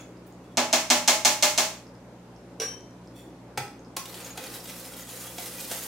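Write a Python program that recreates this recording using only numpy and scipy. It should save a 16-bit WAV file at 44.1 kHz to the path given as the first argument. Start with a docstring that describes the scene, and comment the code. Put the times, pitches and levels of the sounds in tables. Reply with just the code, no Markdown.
"""Spoon and whisk on a sauce pot

A spoon is rapped seven times on the rim of a steel pot of thick sauce and laid down; then a wire whisk knocks
the pot and scrapes round it. Blows are noise clicks and dying sines; scrapes are random slips through resonances.
The sauce ticks faintly with short sine pops over mains hum and shaped air noise. A noise tail is the small kitchen."""
import sys
import numpy as np
from scipy import signal
from scipy.io import wavfile
from scipy.ndimage import uniform_filter1d

SR = 44100
rng = np.random.default_rng(int(sys.argv[2]) if len(sys.argv) > 2 else 0)


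def store_pcm(level_fs):
    """Save levels as 16-bit WAV."""
    pcm = np.round(np.clip(level_fs, -1, 1) * 32767).astype(np.int16)
    wavfile.write(sys.argv[1], SR, np.atleast_2d(pcm).T)


N = 259023
LEAD = SR // 5  # samples played before the start

# the lighter clack of wires and of the spoon landing: (frequency [Hz], relative level per Hz [dB])
CLACK = [(88, -68), (150, -16), (534, -7), (790, -2.5), (1120, -17.5), (1530, -7.5), (1720, -14.5),
         (2060, -8.5), (7620, -15), (16000, -26.5)]


def amp(db):
    """Decibels to a linear gain."""
    return 10 ** (np.asarray(db) / 20)


def evened(x):
    """Scales a sound to rms 1."""
    return x / np.sqrt(np.mean(x ** 2) + 1e-20)


def read(points, hz):
    """Reads a curve between its points on a log frequency scale."""
    f, value = np.transpose(points)
    return np.interp(np.log(hz + 1), np.log(f + 1), value)


def add(mix, s, sound):
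    """Lays a sound into the mix at s seconds after the start."""
    part = mix[LEAD + round(s * SR):][:len(sound)]
    part += sound[:len(part)]


def causal(points, tilt_db):
    """The shortest click with the given spectrum (minimum phase), tilted round 2 kHz; energy 1."""
    hz = abs(np.fft.fftfreq(4096, 1 / SR))
    tilted_db = read(points, hz) + tilt_db * np.log2((hz + 50) / 2000)
    log_gain = np.log(amp(np.maximum(tilted_db, -100)))
    taps = np.fft.ifft(np.exp(np.conj(signal.hilbert(log_gain)))).real[:2048]
    return taps / np.linalg.norm(taps)


def ring(hz, db, t60, phase):
    """Dying sines that swell in over a few cycles; energy 1."""
    t = np.arange(SR // 2)[:, None] / SR
    decay = amp(db - 60 * t / t60)
    swell = 1 - np.exp(-t * hz / 2.5)
    out = (decay * swell * np.sin(2 * np.pi * (hz * t + phase))).sum(1)
    return out / np.linalg.norm(out)


def struck(modes, tilt_db, spread_db):
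    """The modes of a body, shared out a little differently at each blow."""
    hz, db, t60 = np.transpose(modes)
    share, phase = rng.standard_normal((2, len(hz)))
    return ring(hz, db + tilt_db * np.log2(hz / 2000) + spread_db * share, t60, phase)


def landing(seconds):
    """The force of many small contacts that swells, peaks after the given time and fades; energy 1."""
    u = np.arange(3000) / SR / seconds
    burst = rng.standard_normal(3000) * u * np.exp(-u)
    return burst / np.linalg.norm(burst)


def clatter(points, tilt_db, seconds):
    """A broad click drawn out over the time of contact."""
    return signal.fftconvolve(landing(seconds), causal(points, tilt_db))


def slow(seconds, shape):
    """Random drift smoothed along the last axis, rms 1 overall."""
    span = max(round(seconds * SR), 1)
    smooth = uniform_filter1d(rng.standard_normal(shape), span)
    return evened(uniform_filter1d(smooth, span))


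def pair(same, frames):
    """Random short-time spectra for left and right, as alike at each frequency as the curve says."""
    a, b, c, d = rng.standard_normal((frames, 513, 4)).T
    like = read(same, np.fft.rfftfreq(1024, 1 / SR))[:, None]
    mid = np.sqrt(1 + like) * (a + 1j * b)
    side = np.sqrt(1 - like) * (c + 1j * d)
    return np.array([mid + side, mid - side])


def kitchen(x, wet_db, left_db):
    """The direct sound, then a dense tail that builds in a few ms, each band dying at its own speed."""
    # how alike the echoes are at the two sides: (frequency [Hz], left-right likeness [-1 to 1])
    echo_likeness = [(300, 1), (700, 0.88), (1500, 0.717), (3000, 0.28), (7000, 0.067)]
    # how long the room rings: (frequency [Hz], time to fall 60 dB [s])
    room_decay = [(200, 0.43), (530, 0.32), (1390, 0.4317), (3680, 0.38), (9700, 0.37), (15000, 0.36)]
    t = np.arange(30000) / SR
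    noise = signal.istft(pair(echo_likeness, 130), nperseg=1024, noverlap=768)[1][:, :len(t)]
    hz, frame_s, z = signal.stft(noise, SR, nperseg=128)
    dying = z * amp(-60 * frame_s / read(room_decay, hz)[:, None])
    tail = signal.istft(dying, SR, nperseg=128)[1][:, :len(t)]
    tail = tail * np.clip((t - 0.0005) / 0.0043, 0, 1)
    wet = signal.fftconvolve(x[None], tail / np.linalg.norm(tail[0]), axes=1)[:, :len(x)]
    balance = amp([[left_db / 2], [-left_db / 2]])  # left_db is left over right
    return ((x + amp(wet_db) * wet) * balance)[:, LEAD:]


def resonate(x, hz, width):
    """Shifts the curve hz down to zero, smooths, and shifts back: a resonance of gain 1."""
    turn = np.exp(2j * np.pi * np.cumsum(hz) / SR)
    r = np.exp(-np.pi * width / SR)
    return 2 * (turn * signal.lfilter([1 - r], [1, -r], x / turn)).real


def scrape(t, pressure_db, tilt_db, modes, song_db, fickle_db, uneven_db, bend):
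    """Dense slips of uneven size give a rasp and ring the modes, each mode singing out now and then."""
    # the broad rasp of metal dragged on metal: (frequency [Hz], relative level per Hz [dB])
    rasp_spectrum = [(240, -49), (400, -7.5), (528, 4.5), (588, -20), (697, -4), (1110, -8), (1290, -7),
                     (2220, -7), (9920, -7), (16000, -12)]
    hz, width, db = np.transpose(modes)
    each_mode = (len(hz), len(t))

    sizes = amp(uneven_db * np.minimum(rng.exponential(1, len(t)), 4))
    slipping = rng.random(len(t)) < 6000 / SR  # about 6000 slips a second
    slips = rng.choice([-1., 1.], len(t)) * sizes * slipping
    slips = evened(slips) * amp(2.2 * slow(0.012, len(t)))  # slips come in clumps

    mode_tilt_db = tilt_db * np.log2(hz[:, None] / 5000)
    sing = amp(db[:, None] + fickle_db * slow(0.015, each_mode) + mode_tilt_db)
    bent = hz[:, None] * (1 + bend * slow(0.047, each_mode))  # pressing changes the pitch
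    tones = sum(resonate(slips * g, f, w) for g, f, w in zip(sing, bent, width))

    bright = np.clip(0.5 + tilt_db / 6, 0, 1)  # a blend of a dull and a bright rasp
    dull_rasp, bright_rasp = (signal.oaconvolve(slips, causal(rasp_spectrum, d))[:len(t)] for d in (-3, 3))
    rasp = (1 - bright) * dull_rasp + bright * bright_rasp
    rubbed = evened(rasp + amp(song_db) * evened(tones))
    return amp(pressure_db) * rubbed * signal.windows.tukey(len(t), min(600 / len(t), 1))


def knocks():
    """The wires land one after another, so the clack is a short burst; the damped floor thuds and one wire clinks."""
    # whisk knocks on the pot, the first just before the start:
    # (time [s], blow [dB], brightness [dB per octave], clink [Hz], relative clink level [dB])
    whisk_knocks = [(-0.12, -17, 0.5, 6770, -6), (3.574, -16, -0.3, 820, -5), (3.965, -17, 3, 1070, -10),
                    (4.054, -29.5, 3.5, 3740, -8), (4.141, -30, 2, 4520, -8), (4.244, -36, 2, 6680, 6),
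                    (4.303, -37, 0, 6710, 2), (4.374, -24, 0.5, 815, -24), (4.437, -29, 1.9, 1580, -17.5),
                    (4.655, -32, 2, 3740, -11), (4.695, -30, 1.5, 653.5, -14),
                    (5.267, -37.5, 0.5, 3350, -4), (5.381, -25, 2, 720, -10), (5.712, -21, 1.5, 676, -10)]
    # the floor of the pot under the sauce: (frequency [Hz], relative level [dB], time to fall 60 dB [s])
    floor_modes = [(126, 4, 0.076), (402, 7, 0.047), (752, -0.5, 0.069), (854, 0.5, 0.059),
                   (1112, -1, 0.028), (1305, -2, 0.0655), (1540, -1, 0.0277), (2027, 5, 0.027),
                   (2474, -14, 0.114), (2760, -7, 0.024), (3380, -1.5, 0.04)]
    light_db, light_landing_s = -30, 0.0028  # a light blow, and how long its wires take to reach full force
    longer_db_per_db = 0.08  # hard knocks bring down more wires
    thud_db, thud_db_per_brightness = 14.5, -3  # glancing, bright knocks move the floor of the pot less
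    out = np.zeros(N + LEAD)
    for s, db, tilt_db, hz, clink_db in whisk_knocks:
        seconds = light_landing_s * amp(longer_db_per_db * (db - light_db))
        thud = amp(thud_db + thud_db_per_brightness * tilt_db) * struck(floor_modes, tilt_db, spread_db=0.5)
        tones = thud + amp(clink_db + 23.5) * ring(hz, 0, 0.029, 0)
        u = np.arange(len(tones)) / SR / seconds
        build = 1 - (1 + u) * np.exp(-u)  # builds while the wires land
        add(out, s, amp(db + 14.5) * clatter(CLACK, tilt_db, seconds))
        add(out, s, amp(db + 1.5) * tones * build)
    return kitchen(out, wet_db=0.1, left_db=-0.64)


def air():
    """Steady low noise with faint patches, and the mains hum, wavering a little."""
    # colour of the air noise: (frequency [Hz], relative level per Hz [dB])
    air_spectrum = [(25, -31), (80, -17), (150, -9), (220, -1.5), (290, 1), (470, -7), (540, -3), (630, -9),
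                    (1000, -11.5), (1150, -16.5), (2000, -22), (3200, -28), (6300, -30.5), (10000, -37),
                    (14000, -42), (16000, -59)]
    # width of the air noise: (frequency [Hz], left-right likeness [-1 to 1])
    air_likeness = [(60, 0.94), (180, 1), (550, 0.94), (1650, 0.44), (4970, 0.0), (15000, 0)]
    # mains hum before its wavering: (frequency [Hz], rms level [dB])
    hum_tones = [(59.6, -62.5), (120, -55.5), (179.5, -56)]
    z = pair(air_likeness, N // 256 + 5)
    patches = uniform_filter1d(rng.standard_normal(z.shape[1:]), 10, 0)  # blurred over frequency
    patches = evened(uniform_filter1d(patches, 12, 1))  # and over time
    z = z * amp(read(air_spectrum, np.fft.rfftfreq(1024, 1 / SR))[:, None] + 0.99 * patches)
    noise = amp(-48.5) * evened(signal.istft(z, nperseg=1024, noverlap=768)[1][:, :N])
    t = np.arange(N) / SR
    hum = np.zeros(N)
    for hz, db in hum_tones:
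        level = amp(db + 2.0 * slow(0.031, N)) * np.sqrt(2)
        hum += level * np.sin(2 * np.pi * (hz * t + rng.random()))
    return noise + hum


def pops():
    """Short ticks of a few sine cycles, mostly bubbles bursting on the sauce; many fainter ones come at random."""
    # short plain ticks: bubbles, and at 3.68 s a small clink of the whisk:
    # (time [s], relative level [dB], pitch [Hz])
    plain_ticks = [(0.012, -36.5, 6300), (0.1715, -44, 4950), (0.3247, -42, 7000), (1.8687, -39, 5200),
                   (1.9526, -43, 5080), (2.3635, -41.5, 5500), (2.8078, -35, 5930), (2.9092, -43, 5800),
                   (3.0747, -40, 5240), (3.3045, -50, 5170), (3.6804, -33.5, 5200), (3.7938, -40.5, 6470),
                   (3.8482, -40, 5150)]
    out, t = np.zeros(N + LEAD), np.arange(200) / SR
    # 60 faint ones anywhere in time, from -62.5 to -54.5 dB and from 3500 to 8500 Hz
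    faint = rng.random((60, 3)) * [N / SR, 8., 5000] + [0, -62.5, 3500]
    shape = np.exp(-t / 0.00061) * (1 - np.exp(-t / 0.00015))
    for s, db, hz in list(plain_ticks) + list(faint):
        add(out, s, amp(db) * np.sin(2 * np.pi * hz * t) * shape)
    return kitchen(out, wet_db=-0.5, left_db=-1.0)


def rubbing():
    """Metal rubs lightly on the rim and sets it singing; each rub swells and fades."""
    # the spoon, and later the whisk handle, on the rim:
    # (start [s], length [s], firmest level [dB], brightness [dB per octave])
    rim_rubs = [(0.255, 0.06, -61.5, 16), (0.43, 0.06, -66, -1.5), (0.505, 0.068, -67, -1.7),
                (3.125, 0.18, -55, 0.1)]
    # resonances of the rubbed rim: (frequency [Hz], width [Hz], relative level [dB])
    rim_modes = [(2150, 72, -16.5), (2600, 41, -5.5), (3450, 66, 1.5), (4450, 56, -9), (5660, 110, -9.5),
                 (7100, 51, -3), (8460, 130, -8.5), (10000, 59, -12.5), (10500, 40, -8.5),
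                 (12500, 130, -14.5), (13674, 70, -16), (15400, 33, -15)]
    firmest_at, ends_db = 0.23, -21  # share of the length; level of the ends under the firmest
    out = np.zeros(N + LEAD)
    for s, length, peak_db, tilt_db in rim_rubs:
        t = np.arange(0, length, 1 / SR)
        pressure_db = peak_db + np.interp(t / length, [0, firmest_at, 1], [ends_db, 0, ends_db])
        rub = scrape(t, pressure_db, tilt_db, rim_modes, song_db=8.0, fickle_db=1.0, uneven_db=5.0, bend=0.0097)
        add(out, s, rub)
    return out


def raps():
    """A bright tick reaches the ear first; the crack is heard mostly off the walls, with the ring of the pot."""
    # spoon raps on the rim: (time [s], blow [dB], brightness [dB per octave])
    rim_raps = [(0.5718, -7, -2.5), (0.7286, -5.5, -0.8), (0.9018, -3.5, -0.64), (1.0771, -3, 0),
                (1.249, -3.5, 0.5), (1.4253, -4, 0.46), (1.5775, -6, 0)]
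    # the broad sound of metal on metal: (frequency [Hz], relative level per Hz [dB])
    crack_spectrum = [(88, -54.5), (150, -25.5), (235, -21.5), (475, -19.5), (624, -5.5), (1480, -16.5),
                      (2180, -12), (2980, -12.5), (6640, -10), (10000, -21), (16000, -26)]
    # the first instant of a rap: (frequency [Hz], relative level [dB])
    tick_tones = [(4300, 0.5), (5500, -0.5), (6400, 5), (7500, 0), (10500, -7.5)]
    # the wall of the pot, with its close pairs: (frequency [Hz], relative level [dB], time to fall 60 dB [s])
    wall_modes = [(246.3, -1, 0.27), (327.7, -8, 0.42), (602, 2.5, 0.29), (643, 0.5, .3), (645, -1, 0.32),
                  (729, -5, 0.25), (733, -9, 0.25), (840, -7, 0.3), (850, -2, 0.4), (955, -7.5, 0.22),
                  (1000, -10, 0.23), (560, -7.5, 0.25), (1645, -8, 0.33), (2150, -1, 0.3), (2127, -11, .3),
                  (2486, -6, 0.28), (2830, -17, 0.33), (3217, -3.5, 0.22), (3286, -3, 0.16),
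                  (4350, -0.5, 0.17), (5220, -9, 0.23), (5200, -14, .28), (5370, -4.5, 0.22),
                  (6500, 0.5, 0.11), (6500, -2.5, 0.25), (6692, -5, 0.24), (5801, -2.5, 0.3),
                  (7110, 0, 0.17)]
    cracks, rings = np.zeros(N + LEAD), np.zeros(N + LEAD)
    hz, tick_db = np.transpose(tick_tones)
    for s, db, tilt_db in rim_raps:
        add(cracks, s, amp(db - 4.0) * causal(crack_spectrum, tilt_db))
        # the spoon chatters, never twice alike
        add(cracks, s, amp(db - 16.0) * clatter(crack_spectrum, tilt_db, 0.0048))
        add(rings, s, amp(db + 7.5) * ring(hz, tick_db, 0.0038, 0))
        add(rings, s, amp(db + 12.5) * struck(wall_modes, tilt_db, spread_db=2.5))
    return kitchen(cracks, wet_db=23.5, left_db=-0.36) + kitchen(rings, wet_db=-8.0, left_db=-2.0)


def spoon():
    """The spoon is laid down: each bounce stops most of the last ring, starts a new one and thuds on the rest."""
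    # the bounces: (time [s], blow [dB], brightness [dB per octave])
    bounces = [(2.5992, -19, -1), (2.6066, -24, 0), (2.617, -21, -8), (2.624, -24.5, 2), (2.635, -26, 0),
               (2.655, -40, -10), (2.678, -48.5, -3)]
    # ring of the spoon: (frequency [Hz], relative level [dB], time to fall 60 dB [s])
    spoon_modes = [(1160, -16.5, 0.072), (1600, -15, 0.1), (2310, -15, 0.095), (2648, -15, 0.095),
                   (3120, -21, .4), (3815, -13, 0.126), (5712, 3, 0.38), (5740, 5, 0.17), (5990, -4, 0.11),
                   (7340, -31, 0.11), (8915, -19, 0.17), (9200, -14, 0.19), (10460, -14.5, 0.17),
                   (12020, -20, .09)]
    out, times = np.zeros(N + LEAD), [row[0] for row in bounces]
    for (s, blow_db, tilt_db), gap in zip(bounces, np.diff(times, append=N / SR)):
        tone = struck(spoon_modes, tilt_db, spread_db=1.5)
        tone = tone * np.interp(np.arange(len(tone)) / SR, [gap - 0.002, gap], [1, 0.3])
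        # the hollow thud of what it lands on, near 468 Hz and gone in 20 ms
        thud = ring(468 * rng.uniform(0.96, 1.064), 0, 0.02, 0)
        add(out, s, amp(blow_db + 19.0) * tone)
        add(out, s, amp(blow_db + 9.5) * thud)
        add(out, s, amp(blow_db + 9.0) * clatter(CLACK, 0.14, 0.0024))
    song = ring(3085, 0, 0.34, 0)  # the last rock sets the bowl of the spoon singing
    add(out, 2.678, amp(-48) * song / song.max())
    return kitchen(out, wet_db=2.5, left_db=-1.0)


def stirring():
    """One long scrape of the wires, with single wires catching and springing free at random."""
    # the whisk goes round, its wires pressed on the steel and eased at the turns: (time [s], pressure [dB])
    stir_pressure = [(3.99, -64), (4.05, -64), (4.1, -45), (4.224, -47.5), (4.26, -45.5), (4.34, -56),
                     (4.402, -46.5), (4.554, -44), (4.6, -49), (4.874, -42.5), (4.9, -49), (4.994, -42),
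                     (5.05, -53.5), (5.114, -41), (5.36, -47), (5.4, -39.5), (5.48, -41), (5.51, -45),
                     (5.63, -39), (5.7, -40.5), (5.73, -36.5), (5.87, -41.5)]
    # (time [s], brightness [dB per octave])
    stir_brightness = [(3.99, 0.5), (4.35, -2), (4.55, 0.48), (5.87, 1.5)]
    # resonances of the scraping wires: (frequency [Hz], width [Hz], relative level [dB])
    wire_modes = [(1290, 92, 2.5), (1990, 110, -0.5), (2590, 33.5, -11), (3289, 180, -1), (3900, 27, 9.5),
                  (4420, 140, -2), (5350, 770, -4), (6770, 78, 6.5), (7500, 320, -10.5), (8412, 120, 4),
                  (9900, 110, 1), (10900, 220, -4), (12160, 96, -18.5), (13200, 200, 3), (14450, 200, -18)]
    glints_per_s, glint_t60 = 40, 0.03  # 1/s, s
    glint_db, glint_range_db = 14.55, 7.1  # the least glint against the pressure, and how much more the largest has
    out, t = np.zeros(N + LEAD), np.arange(stir_pressure[0][0], N / SR, 1 / SR)
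    pressure_db = np.interp(t, *np.transpose(stir_pressure))
    tilt_db = np.interp(t, *np.transpose(stir_brightness))
    rasp = scrape(t, pressure_db, tilt_db, wire_modes, song_db=-9.5, fickle_db=8.0, uneven_db=2.5, bend=0.036)
    add(out, t[0], rasp)
    for when, wire, detune, size in rng.random((round(glints_per_s * len(t) / SR), 4)):
        at = int(when * len(t))
        gain = amp(pressure_db[at] + glint_db + glint_range_db * size)
        hz = wire_modes[int(wire * len(wire_modes))][0] * (1 + 0.097 * (detune - 0.5))
        add(out, t[at], gain * ring(hz, 0, glint_t60, 0))
        add(out, t[at], gain * amp(-1.0) * causal(CLACK, 2.3))  # the tick as the wire springs free
    return out


def scene():
    """All the layers together, the two kinds of scrape sharing one room tail."""
    scrapes = kitchen(stirring() + rubbing(), wet_db=-0.5, left_db=-0.5)
    return knocks() + air() + pops() + raps() + spoon() + scrapes


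def record(dry):
    """The band limit: a steep low-pass at 15.9 kHz."""
    return signal.oaconvolve(dry, signal.firwin(511, 15900, window=("kaiser", 9), fs=SR)[None], "same")


dry = scene()
out = record(dry)
store_pcm(out)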